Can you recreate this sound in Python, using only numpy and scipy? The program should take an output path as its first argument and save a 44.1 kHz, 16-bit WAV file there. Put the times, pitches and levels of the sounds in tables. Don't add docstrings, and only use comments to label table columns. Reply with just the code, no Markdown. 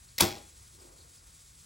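import sys
import numpy as np
from scipy import signal
from scipy.fft import rfft, irfft
from scipy.io import wavfile

SR = 44100
rng = np.random.default_rng(int(sys.argv[2]) if len(sys.argv) > 2 else 0)


def transcribe(u):
    v = np.clip(np.atleast_2d(u).T, -1, 1)
    q = np.round(v * 32767).astype(np.int16)
    wavfile.write(sys.argv[1], SR, q)


N = 72765
STRING_HZ = 107.7
RATTLE_S, KNOCK_S, TWANG_S, BUZZ_S = 0.2055, 0.2079, 0.2205, 0.2232

# frequency in Hz, relative level in dB.
INSECT_COLOUR = [(1800, -12.5), (2800, -7.5), (4200, -4), (6000, -2.5), (8400, 0.5), (10400, 0.5),
                 (11500, -12.5), (13500, -14), (15500, -11.5)]
# frequency in Hz, relative level in dB.
RUMBLE_COLOUR = [(25, -17), (45, -1), (65, 3), (100, -5), (150, -7.5), (220, -18), (350, -24.5),
                 (700, -25.5), (1400, -19.5), (2500, -29.5), (6000, -55)]
# start in seconds, level in dB, t60 (time to fall 60 dB) in seconds, centre in Hz.
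FAR_TICKS = [(0.081, -60.5, 0.12, 4500), (0.799, -60, 0.069, 5070), (0.98, -60, 0.1, 4370),
             (1.003, -57.5, 0.097, 4220), (1.172, -59.5, 0.14, 5130)]
# frequency in Hz, relative level in dB.
DIFFUSE_COLOUR = [(30, 5), (100, 2), (400, 4), (1400, 5), (1900, -7), (2400, -34), (8000, -26), (9500, -15),
                  (11000, -2), (15000, -20)]
# frequency in Hz, relative level in dB.
ECHO_COLOUR = [(100, -21), (230, -5), (300, -2), (355, 1.5), (440, -5.5), (520, -0.5), (620, -6.5),
               (1200, -12.5), (2500, -34), (8000, -34)]
# start in seconds, level in dB, t60 in seconds.
NEAR_ECHOES = [(0.363, -48.5, 0.15), (0.399, -59.5, 0.093)]
# frequency in Hz, gain in dB.
GROUND_GAIN = [(60, -23), (250, -19), (600, -21), (1200, -19), (1900, -18), (2400, -40), (7800, -49),
               (9500, -33), (15000, -11)]

# start in seconds, level in dB, t60 in seconds.
RELEASE_CLICKS = [(0.1814, -32.5, 0.01), (0.1811, -27, 0.023), (0.185, -22, 0.012)]
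# frequency in Hz, relative level in dB.
RELEASE_COLOUR = [(100, -10), (450, -3.5), (1100, -29), (2100, 1.5), (3150, -8), (4200, 4), (6000, -4.5),
                  (9000, -7.5), (15500, -6.5)]
# frequency in Hz, relative level in dB.
SLIDE_COLOUR = [(100, -12), (700, -5), (1500, -5.5), (2550, 1), (3000, -1.5), (3700, -4.5), (6000, -7.5),
                (15000, -11.5)]
# start in seconds, level in dB.
KICKS = [(0.2241, -19.5), (0.227, -26.5), (0.2323, -16.5), (0.2414, -18.5)]
# frequency in Hz, level in dB relative to the kick, t60 in seconds.
KICK_MODES = [(109, -20.5, 0.03), (312, -2.5, 0.013)]
# frequency in Hz, level in dB, t60 in seconds,
# share by which the pitch rises as the swing dies.
BOW_MODES = [(100, -32.5, 0.3, 0.042), (151, -51, 0.23, 0.024), (195.5, -28.5, 0.13, 0.072),
             (227.8, -42.5, 0.49, 0.0042), (302.8, -27.5, 0.15, 0), (334.8, -27, 0.26, 0.16),
             (449, -33, 0.19, 0.021), (520.4, -37.5, 0.22, 0), (582.7, -42.5, 0.36, 0.019),
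             (635, -35, 0.31, 0.0049), (747.4, -35.5, 0.41, 0.13), (865, -36, 0.25, 0),
             (941, -39.5, 0.24, 0.015)]
# frequency in Hz, level in dB, t60 in seconds.
FITTING_MODES = [(2417, -53, 0.59), (2514, -39, 0.12), (3317, -38.5, 0.41), (3385, -45, 0.58),
                 (3531, -31, 0.17), (4237, -41.5, 0.41), (5340, -24.5, 0.028)]
# band centre in Hz, level in dB, attack and t60 in seconds.
RATTLE_BANDS = [(49, -48, 0.02, 0.14), (130, -39, 0.01, 0.38), (314, -38, 0.01, 0.33),
                (680, -35.5, 0.001, 0.37), (1275, -31.5, 0.0057, 0.27), (2340, -38.5, 0.003, 0.5),
                (4260, -33.5, 0.004, 0.41), (8050, -27.5, 0.0022, 0.2), (13000, -30, 0.003, 0.27)]
# frequency in Hz, relative level in dB.
BUZZ_COLOUR = [(100, 3.5), (400, 4), (1300, -7.5), (2400, 0.5), (3500, -2), (5400, 1), (7500, -7.5),
               (10000, -11), (15500, -16)]
# start in seconds, level in dB, t60 in seconds.
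SLAPS = [(0.199, -27, 0.014), (0.2064, -16.5, 0.028), (0.207, -9, 0.0093), (0.2098, -8, 0.0074),
         (0.2147, -49, 0.025)]
# frequency in Hz, relative level in dB.
SLAP_COLOUR = [(100, -18.5), (1100, -15), (1700, -5), (2450, 2), (2850, -7), (3600, 8), (5500, -1),
               (7500, -7), (11000, 4.5), (13000, -12), (15500, -3)]
# frequency in Hz, level in dB, t60 in seconds.
KNOCK_MODES = [(345, -25, 0.034), (580, -18, 0.018), (896, -15.5, 0.017), (1115, -23.5, 0.043)]

# frequency in Hz, left minus right in dB, left lead in radians.
BOW_PORTS = [(60, 1, 0.35), (200, -0.5, 0.4), (380, 5, 0.8), (700, 5.5, 0.81), (1320, 6.5, 1.4),
             (1840, 5, 1.8), (2090, 1, 0), (2600, 0.5, 0.15)]
# frequency in Hz, left minus right in dB, left lead in radians.
FIELD_PORTS = [(60, -1, 0), (300, 1, 0.74), (740, 1.5, 1.87), (1210, 5, 2), (1510, 10, 3),
               (2220, 0.5, 0.05), (2500, 0.5, 0)]
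# frequency in Hz, left lead in radians.
PORT_PHASE = [(5200, 0), (6000, -0.6), (6700, 0), (7900, 0), (9550, -3.14), (11300, -6.2), (11900, -6.5),
              (13450, -9.42), (15200, -12.56)]
# frequency in Hz, gain in dB.
MIC_DIP = [(2550, 0), (2870, -3.5), (3250, 0)]


def undb(db):
    return 10 ** (np.asarray(db) / 20)


def clock():
    return np.arange(N) / SR


def bins():
    return np.maximum(np.arange(N // 2 + 1) * SR / N, 1)


def over_hz(table, column=1):
    rows = np.array(table, float)
    return np.interp(np.log(bins()), np.log(rows[:, 0]), rows[:, column])


def noise(gain):
    x = irfft(rfft(rng.standard_normal(N)) * gain, N)
    return x / x.std()


def coloured(colour):
    return noise(undb(over_hz(colour)))


def band(hz, octaves):
    return noise(np.exp(-.5 * (np.log2(bins() / hz) / octaves) ** 2))


def wander(rate_hz):
    return noise(np.exp(-.5 * (bins() / rate_hz) ** 2))


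def burst(start, attack, t60):
    age = clock() - start
    return np.clip(age / attack, 0, 1) * np.exp(-np.log(1000) * np.maximum(age - attack, 0) / t60)


def ring(start, hz, attack, t60, rise=0, settle_s=0.13):
    age = np.maximum(clock() - start, 0)
    cycles = hz * (age + rise * (age - settle_s * (1 - np.exp(-age / settle_s))))
    return np.sin(2 * np.pi * cycles) * burst(start, attack, t60)


def place(x, ports):
    half = undb(over_hz(ports) / 2) * np.exp(.5j * over_hz(ports, column=2))
    return irfft(rfft(x) * np.array([half, 1 / half]), N)


def field_ambience():
    insects = undb(-57 + 1.37 * wander(18)) * coloured(INSECT_COLOUR)
    rumble = undb(-59.5 + wander(4.3)) * coloured(RUMBLE_COLOUR)
    ticks = sum(undb(db) * burst(s, 0.0027, t60) * band(hz, 0.17) for s, db, t60, hz in FAR_TICKS)
    return insects + rumble + ticks


def field_echo():
    grass = undb(-47) * burst(TWANG_S, attack=0.0306, t60=0.7)
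    trees = undb(-59) * burst(0.713, attack=0.13, t60=1.48)
    return (grass + trees) * coloured(ECHO_COLOUR)


def near_echoes():
    return sum(undb(db) * burst(s, 0.0059, t60) for s, db, t60 in NEAR_ECHOES) * band(426, 0.99)


def ground_scatter(shot):
    paths = rng.standard_normal(N) * burst(0, attack=0.0015, t60=0.012)
    paths /= np.linalg.norm(paths)
    return irfft(rfft(shot) * rfft(paths) * undb(over_hz(GROUND_GAIN)), N)


def release_aid():
    clicks = sum(undb(db) * burst(s, 0.00067, t60) for s, db, t60 in RELEASE_CLICKS)
    return clicks * coloured(RELEASE_COLOUR)


def arrow_slide(peak_s=0.2052, rise_s=0.041, fall_s=0.02):
    to_peak = peak_s - clock()
    t60 = np.where(to_peak > 0, rise_s, fall_s)
    released = clock() > RELEASE_CLICKS[0][0]
    swell = np.exp(-np.log(1000) * np.abs(to_peak) / t60) * released
    return undb(-22.5) * swell * coloured(SLIDE_COLOUR)


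def limb_kicks():
    return sum(undb(db + mode_db) * ring(s, hz, 0.00098, t60)
               for s, db in KICKS for hz, mode_db, t60 in KICK_MODES)


def bow_ring(throb_db=2.5):
    twang = sum(undb(db + throb_db * wander(30)) * ring(TWANG_S, hz, 0.0014, t60, rise)
                for hz, db, t60, rise in BOW_MODES)
    metal = sum(undb(db) * ring(KNOCK_S, hz, 0.00094, t60) for hz, db, t60 in FITTING_MODES)
    rattle = sum(undb(db) * band(hz, 0.51) * burst(RATTLE_S, attack, t60)
                 for hz, db, attack, t60 in RATTLE_BANDS)
    return twang + metal + rattle


def string_buzz(count=18, fade_t60=0.41, fresh_share=0.59):
    rebound = undb(-24) * burst(0.2218, attack=0.00043, t60=0.071) * rng.standard_normal(N)
    click = rng.standard_normal(N)
    taps = np.zeros(N)
    for k, (late, strong) in enumerate(rng.standard_normal((count, 2))):
        age = k / STRING_HZ
        start = BUZZ_S + age + .0001 * late
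        gain = undb(-21.5 + 0.8 * strong) * np.exp(-np.log(1000) * age / fade_t60)
        repeated = np.sqrt(1 - fresh_share) * np.roll(click, int(start * SR))
        fresh = np.sqrt(fresh_share) * rng.standard_normal(N)
        taps += gain * burst(start, attack=0.00026, t60=0.013) * (repeated + fresh)
    colour = undb(over_hz(BUZZ_COLOUR))
    colour /= np.sqrt(np.mean(colour ** 2))
    return irfft(rfft(rebound + taps) * colour, N)


def string_slap():
    cracks = sum(undb(db) * burst(s, 0.000173, t60) for s, db, t60 in SLAPS) * coloured(SLAP_COLOUR)
    knock = sum(undb(db) * ring(KNOCK_S, hz, 0.00092, t60) for hz, db, t60 in KNOCK_MODES)
    return cracks + knock


def scene():
    shot = release_aid() + arrow_slide() + string_slap() + limb_kicks() + bow_ring() + string_buzz()
    shot += near_echoes()
    side = ground_scatter(shot) + undb(-82) * coloured(DIFFUSE_COLOUR)
    field = field_echo() + field_ambience()
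    return place(shot, BOW_PORTS) + place(field, FIELD_PORTS) + np.array([side, -side])


def record(dry):
    half_phase = np.exp(.5j * over_hz(PORT_PHASE))
    response = undb(over_hz(MIC_DIP)) * np.array([half_phase, 1 / half_phase])
    heard = irfft(rfft(dry) * response, N)
    low_cut = signal.butter(2, 23, "high", fs=SR, output="sos")
    top_cut = signal.ellip(10, .2, 80, 15850, fs=SR, output="sos")
    return signal.sosfilt(top_cut, signal.sosfilt(low_cut, heard))


dry = scene()
out = record(dry)
transcribe(out)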